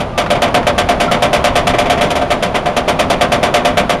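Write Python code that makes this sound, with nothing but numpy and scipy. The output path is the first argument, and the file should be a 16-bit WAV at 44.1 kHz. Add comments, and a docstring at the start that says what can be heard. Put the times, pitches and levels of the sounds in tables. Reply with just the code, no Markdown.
"""Ringing steel clacks, about nine a second, heard from a seat of a roller coaster car on the lift hill.
Close by, the anti-rollback pawl drops onto the steel rack and rings the track and the car.
The chain knocks in between, with a few ticks, squeaks and bumps. Chain and wheels rumble beneath
the seat, wind brushes the microphone, and a fast limiter holds down the clacks."""
import sys
import numpy as np
from scipy import signal
from scipy.fft import rfft, irfft
from scipy.io import wavfile
from scipy.ndimage import uniform_filter1d

SR = 44100
rng = np.random.default_rng(int(sys.argv[2]) if len(sys.argv) > 2 else 0)


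def transcribe(signal):
    """Save signal, clipped to [-1, 1], as a 16-bit WAV file at the path in sys.argv[1]."""
    frames = np.atleast_2d(signal).T
    limited = np.clip(frames, -1, 1)
    pcm = np.round(limited * 32767).astype(np.int16)
    wavfile.write(sys.argv[1], SR, pcm)


N = 176400
TIME = np.arange(N) / SR
RING_T = np.arange(SR // 3) / SR   # time since a blow, s

# dense ring of the car and the track: f/Hz, relative level/dB per Hz, base t60/s
STEEL_RING = [(150, -3.5, 0.39), (225, 0.5, 0.43), (317, -4, 0.44), (370, -2, 0.2), (478, 2.5, 0.27),
              (662, 5, 0.21), (826, -1.5, 0.32), (1234, -2, 0.22), (1640, -9, 0.2), (2040, -4, 0.21),
              (2650, -6, 0.14), (3560, -6.5, 0.15), (3890, -15, 0.15), (6530, -19, 0.11),
              (9900, -23, 0.098), (12450, -30.5, 0.075), (14900, -48, 0.023)]


def pawl():
    """Close to the seat, the pawl strikes tooth after tooth; a squarer hit is brighter."""
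    # drops onto a tooth: t/s, level/dB, treble/dB, clear ring/dB, ring length/factor
    clacks = [(0.001, -6, -4.5, -2.5, 0.77), (0.1763, -1, 4, 0.5, 1.25), (0.3017, 0.5, 1, 0.5, 0.97),
              (0.4192, 7.5, 3, 2.5, 0.74), (0.5421, 7.5, 0.5, 0, 0.8), (0.667, 5, 1.5, 2.5, 0.73),
              (0.7784, -4, 8.5, 4.5, 1.07), (0.8866, 1.5, 0, 0.5, 1.1), (0.9998, 0.5, 1.5, -1.5, 1.46),
              (1.1122, 4.5, 1, -0.5, 0.99), (1.221, 2.5, 4, 0, 1.01), (1.3285, 1, 3.5, -0.5, 1.26),
              (1.4405, 4.5, 5.5, 1.5, 0.95), (1.5541, 2, 4.5, 0.5, 1.06), (1.669, 1.5, 4, 2, 1.03),
              (1.7833, -1, 5.5, 4, 1.05), (1.897, 0.5, 4.5, 2.5, 1.03), (2.0091, 0.5, 1.5, 0, 1.3),
              (2.1024, -4.5, 3, -2, 0.72), (2.1529, -3, 0.5, -0.5, 1.04), (2.212, -5.5, -11.5, 3.5, 0.86),
              (2.303, 0, 0.5, -0.5, 1.04), (2.4238, -2, 1, -0.5, 1.17), (2.550, -4.5, 1.5, -0.5, 1.07),
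              (2.656, -3, -8, 0, 1.3), (2.7639, -1.5, 2, 1.5, 0.98), (2.8807, -3.5, 4.5, 2, 1.15),
              (2.991, 0.5, 2.5, -2.5, 1.05), (3.099, 2.5, 2, -5, 0.98), (3.2091, 3.5, 3.5, 2.5, 0.83),
              (3.3175, 1.5, 2.5, -0.5, 1.1), (3.4283, 4, 1.5, 2, 0.99), (3.5392, 3, 4.5, 1, 1.06),
              (3.6482, 1.5, 2.5, 2, 1.2), (3.7707, 1.5, 3.5, 3.5, 1.03), (3.8936, 3.5, 2, 1, 1.03)]
    out = np.zeros(N)
    _, shared_bands = dense_bands()
    for start, db, treble_db, clear_db, length in clacks:
        ring = steel_blow(shared_bands, clear_db, length)
        body = low_pass(ring, hz=2480)
        treble = from_db(treble_db) * (ring - body)
        add(out, start, from_db(db) * (body + treble))
    return out


def steel_blow(shared_bands, clear_db, length):
    """One blow on the steel: clear modes over a dense ring, their decay times scaled by length."""
    return car_and_track_ring(shared_bands, length) + from_db(clear_db) * pawl_and_rack_ring(length)


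def car_and_track_ring(shared_bands, length):
    """A dense ring spreads through car and track and flutters as the pawl chatters on the tooth."""
    alike = .6   # share of the power that is the same for every tooth
    build_s, hold_s = .0024, .014
    centres, own_bands = dense_bands()
    bands = np.sqrt(alike) * shared_bands + np.sqrt(1 - alike) * own_bands
    t60 = length * at_hz(STEEL_RING, centres, column=2)[:, None]
    decay = from_db(-60 * np.maximum(RING_T - hold_s, 0) / t60)
    chatter_db = .9 * waver(span_s=.004, count=1)[0]
    swell = 1 - np.exp(-RING_T / build_s)
    return (bands * decay).sum(0) * from_db(chatter_db - 9.5) * swell


def dense_bands():
    """Countless close modes of the steel in third octaves: (centres/Hz, one undamped ring per band)."""
    size = len(RING_T)
    hz = np.arange(size // 2 + 1) * SR / size
    edges = np.geomspace(120, 16000, 22)
    colour = from_db(at_hz(STEEL_RING, hz)) * (hz > edges[0]) * (hz < edges[-1])
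    spectrum = rms_one(colour) * np.sqrt(size) * np.exp(2j * np.pi * rng.random(len(hz)))
    in_band = (hz >= edges[:-1, None]) & (hz < edges[1:, None])
    return np.sqrt(edges[1:] * edges[:-1]), irfft(spectrum * in_band, size)


def pawl_and_rack_ring(length):
    """Pawl and rack ring in clear modes; the loose pawl unsettles their pitch."""
    # modes of pawl and rack: f/Hz, relative level/dB, base t60/s
    modes = [(252.3, -26.5, 0.41), (498.5, -23.5, 0.16), (595.9, -11.5, 0.2), (708.2, -10.5, 0.21),
             (1190, -25.5, 0.2), (1556, -26, 0.23), (1720, -30.5, 0.17), (1817, -25, 0.14),
             (2116, -28.5, .18), (2291, -28.5, 0.15), (2369, -25, 0.15), (2687, -29.5, 0.083),
             (2970, -34.5, 0.23), (3384, -28.5, 0.15)]
    waver_hz, build_s = 8, .003
    hz, db, t60 = np.transpose(modes)[:, :, None]
    pitch = hz + waver_hz * waver(span_s=.012, count=len(hz))
    phase = 2 * np.pi * np.cumsum(pitch, axis=1) / SR
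    strength = from_db(db + 3 + rng.standard_normal(db.shape))   # differs from blow to blow
    sign = (-1) ** np.arange(len(db))[:, None]
    decay = from_db(-60 * RING_T / (t60 * length))
    swell = 1 - np.exp(-RING_T / build_s)
    return (sign * strength * decay * np.sin(phase)).sum(0) * swell


def chain_knocks():
    """Between the clacks, softer contacts of the chain ring the same steel more dully."""
    # knocks of the chain: t/s, relative level/dB
    knocks = [(.350, -11), (.474, -15.5), (1.735, -9), (1.855, -11), (1.973, -11), (2.542, -9.5),
              (2.876, -7), (2.986, -16)]
    out = np.zeros(N)
    _, shared_bands = dense_bands()
    for start, db in knocks:
        ring = steel_blow(shared_bands, clear_db=-2.5, length=.84)
        add(out, start, from_db(db + 7.5) * low_pass(ring, hz=2650))
    return out


def loose_part():
    """A loose part on the car ticks: dry bursts of midrange noise."""
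    # ticks: t/s, level/dB
    ticks = [(0.262, -13.5), (.630, -16.5)]
    band_hz, t60_s = (540, 1760), .07
    band = signal.butter(2, band_hz, "band", fs=SR, output="sos")
    out = np.zeros(N)
    for start, db in ticks:
        burst = rms_one(signal.sosfilt(band, rng.standard_normal(len(RING_T))))
        add(out, start, from_db(db - 60 * RING_T / t60_s) * burst)
    return out


def steel_squeaks():
    """Steel rubs on steel in brief tones that swell fast and fade more slowly."""
    # squeaks: t/s, length/s, f/Hz, level/dB
    squeaks = [(0.122, 0.19, 1184, -27), (1.078, 0.048, 1350, -14)]
    out = np.zeros(N)
    for start, length, hz, db in squeaks:
        swell = np.sin(np.pi * np.sqrt(np.minimum(RING_T / length, 1))) ** 2
        add(out, start, from_db(db) * swell * np.sin(2 * np.pi * hz * RING_T))
    return out


def dull_thumps():
    """Bumps of the car and puffs of wind reach the microphone as short, low pulses."""
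    # bumps and puffs: t/s, f/Hz, level/dB
    thumps = [(0.366, 111, -18), (1.386, 75, -17), (1.496, 45, -11), (1.987, 198, -16), (3.238, 252, -14),
              (3.80, 197, -11), (3.934, 189, -13.5)]
    rise_s = .0069
    pulse = RING_T / rise_s * np.exp(1 - RING_T / rise_s)
    out = np.zeros(N)
    for start, hz, db in thumps:
        add(out, start, from_db(db) * pulse * np.sin(2 * np.pi * hz * RING_T))
    return out


def rolling():
    """Chain and wheels rumble beneath the seat, and the car's shell drones on one resonance."""
    # spectrum of chain and wheels: f/Hz, relative level/dB per Hz
    rumble_spectrum = [(60, -0.5), (110, -8.5), (160, 2), (250, -2), (315, -11), (365, -2), (450, -5.5),
                       (620, 0), (850, -6.5), (1250, -10.5), (1700, -17.5), (3300, -23.5), (4300, -30),
                       (7000, -40.5), (10500, -45), (12500, -58.5), (14000, -78)]
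    # rumble along the climb: t/s, level/dB
    rumble_levels = [(0, -19.5), (.15, -25.5), (.35, -21), (1.0, -19), (1.6, -19.5), (2.1, -19), (2.6, -21),
                     (3.3, -19.5), (4.0, -22)]
    # drone of the shell along the climb: t/s, level/dB
    drone_levels = [(0, -50), (1.0, -35), (2.1, -25.5), (2.7, -37), (3.3, -30.5), (4.0, -30)]
    drone_hz, width_hz = 250, 16
    rumble = noise(rumble_spectrum)
    b, a = signal.iirpeak(drone_hz, drone_hz / width_hz, fs=SR)
    drone = rms_one(signal.lfilter(b, a, rng.standard_normal(N)))
    return level(rumble_levels) * rumble + level(drone_levels) * drone


def wind():
    """Wind brushes the microphone with a low noise that rises and falls."""
    # spectrum of the wind: f/Hz, relative level/dB per Hz
    wind_spectrum = [(20, 13.5), (35, 1), (75, 6), (120, 5.5), (250, -14), (600, -68.5)]
    # gusts and lulls: t/s, level/dB
    gusts = [(0, -29), (.4, -26.5), (.9, -23.5), (1.3, -28), (1.5, -23.5), (1.7, -22), (2.4, -32.5),
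             (3.2, -29), (4.0, -28)]
    return level(gusts) * noise(wind_spectrum)


def from_db(db):
    """Decibels to gain."""
    return 10 ** (np.asarray(db) / 20)


def rms_one(x):
    """Scale to rms 1."""
    return x / np.sqrt(np.mean(x ** 2) + 1e-20)


def at_hz(points, hz, column=1):
    """Read a column of a table on a log-frequency axis."""
    table = np.array(points)
    return np.interp(np.log(np.maximum(hz, 1)), np.log(table[:, 0]), table[:, column])


def level(points):
    """Gain over time from rows of t/s, level/dB."""
    return from_db(np.interp(TIME, *np.transpose(points)))


def low_pass(x, hz):
    """One-pole low-pass."""
    pole = np.exp(-2 * np.pi * hz / SR)
    return signal.lfilter([1 - pole], [1, -pole], x)


def add(out, start_s, x):
    """Mix x into out from start_s on."""
    i = max(int(start_s * SR), 0)
    out[i:i + len(x)] += x[:N - i]


def noise(spectrum):
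    """Steady noise with the given spectrum, rolled off below 20 Hz, rms 1."""
    hz = np.arange(N // 2 + 1) * SR / N
    colour = from_db(at_hz(spectrum, hz)) * hz ** 2 / (hz ** 2 + 20 ** 2)
    return rms_one(irfft(rfft(rng.standard_normal(N)) * colour, N))


def waver(span_s, count):
    """Rows of smooth random drift, rms 1, that change within span_s."""
    size = max(int(span_s * SR), 1)
    drift = rng.standard_normal((count, len(RING_T)))
    for _ in range(2):
        drift = uniform_filter1d(drift, size, mode="wrap")
    return rms_one(drift)


def scene():
    """At the seat, in mono: clacks, knocks and small noises over rumble and wind."""
    events = pawl() + chain_knocks() + loose_part() + steel_squeaks() + dull_thumps()
    return (events + rolling() + wind())[None]


def record(dry):
    """After the microphone: a fast limiter, rounded peaks, a narrow treble notch and a steep top cut."""
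    limit_db, release_db_per_s, look_ahead_s, ceiling = 1, 286, .0002, .65
    notch_hz, cutoff_hz = (7685, 8015), 15000
    over_db = np.maximum(20 * np.log10(np.abs(dry) + 1e-9) - limit_db, 0)
    release_db = release_db_per_s * TIME
    held_db = np.maximum.accumulate(over_db + release_db, axis=-1) - release_db
    limited = dry * from_db(-uniform_filter1d(held_db, int(2 * look_ahead_s * SR)))
    rounded = limited / (1 + np.abs(limited / ceiling) ** 8) ** (1 / 8)
    notch = signal.butter(2, notch_hz, "bandstop", fs=SR, output="sos")
    top_cut = signal.ellip(10, .2, 80, cutoff_hz, fs=SR, output="sos")
    return signal.sosfilt(top_cut, signal.sosfilt(notch, rounded))


dry = scene()
out = record(dry)
transcribe(out)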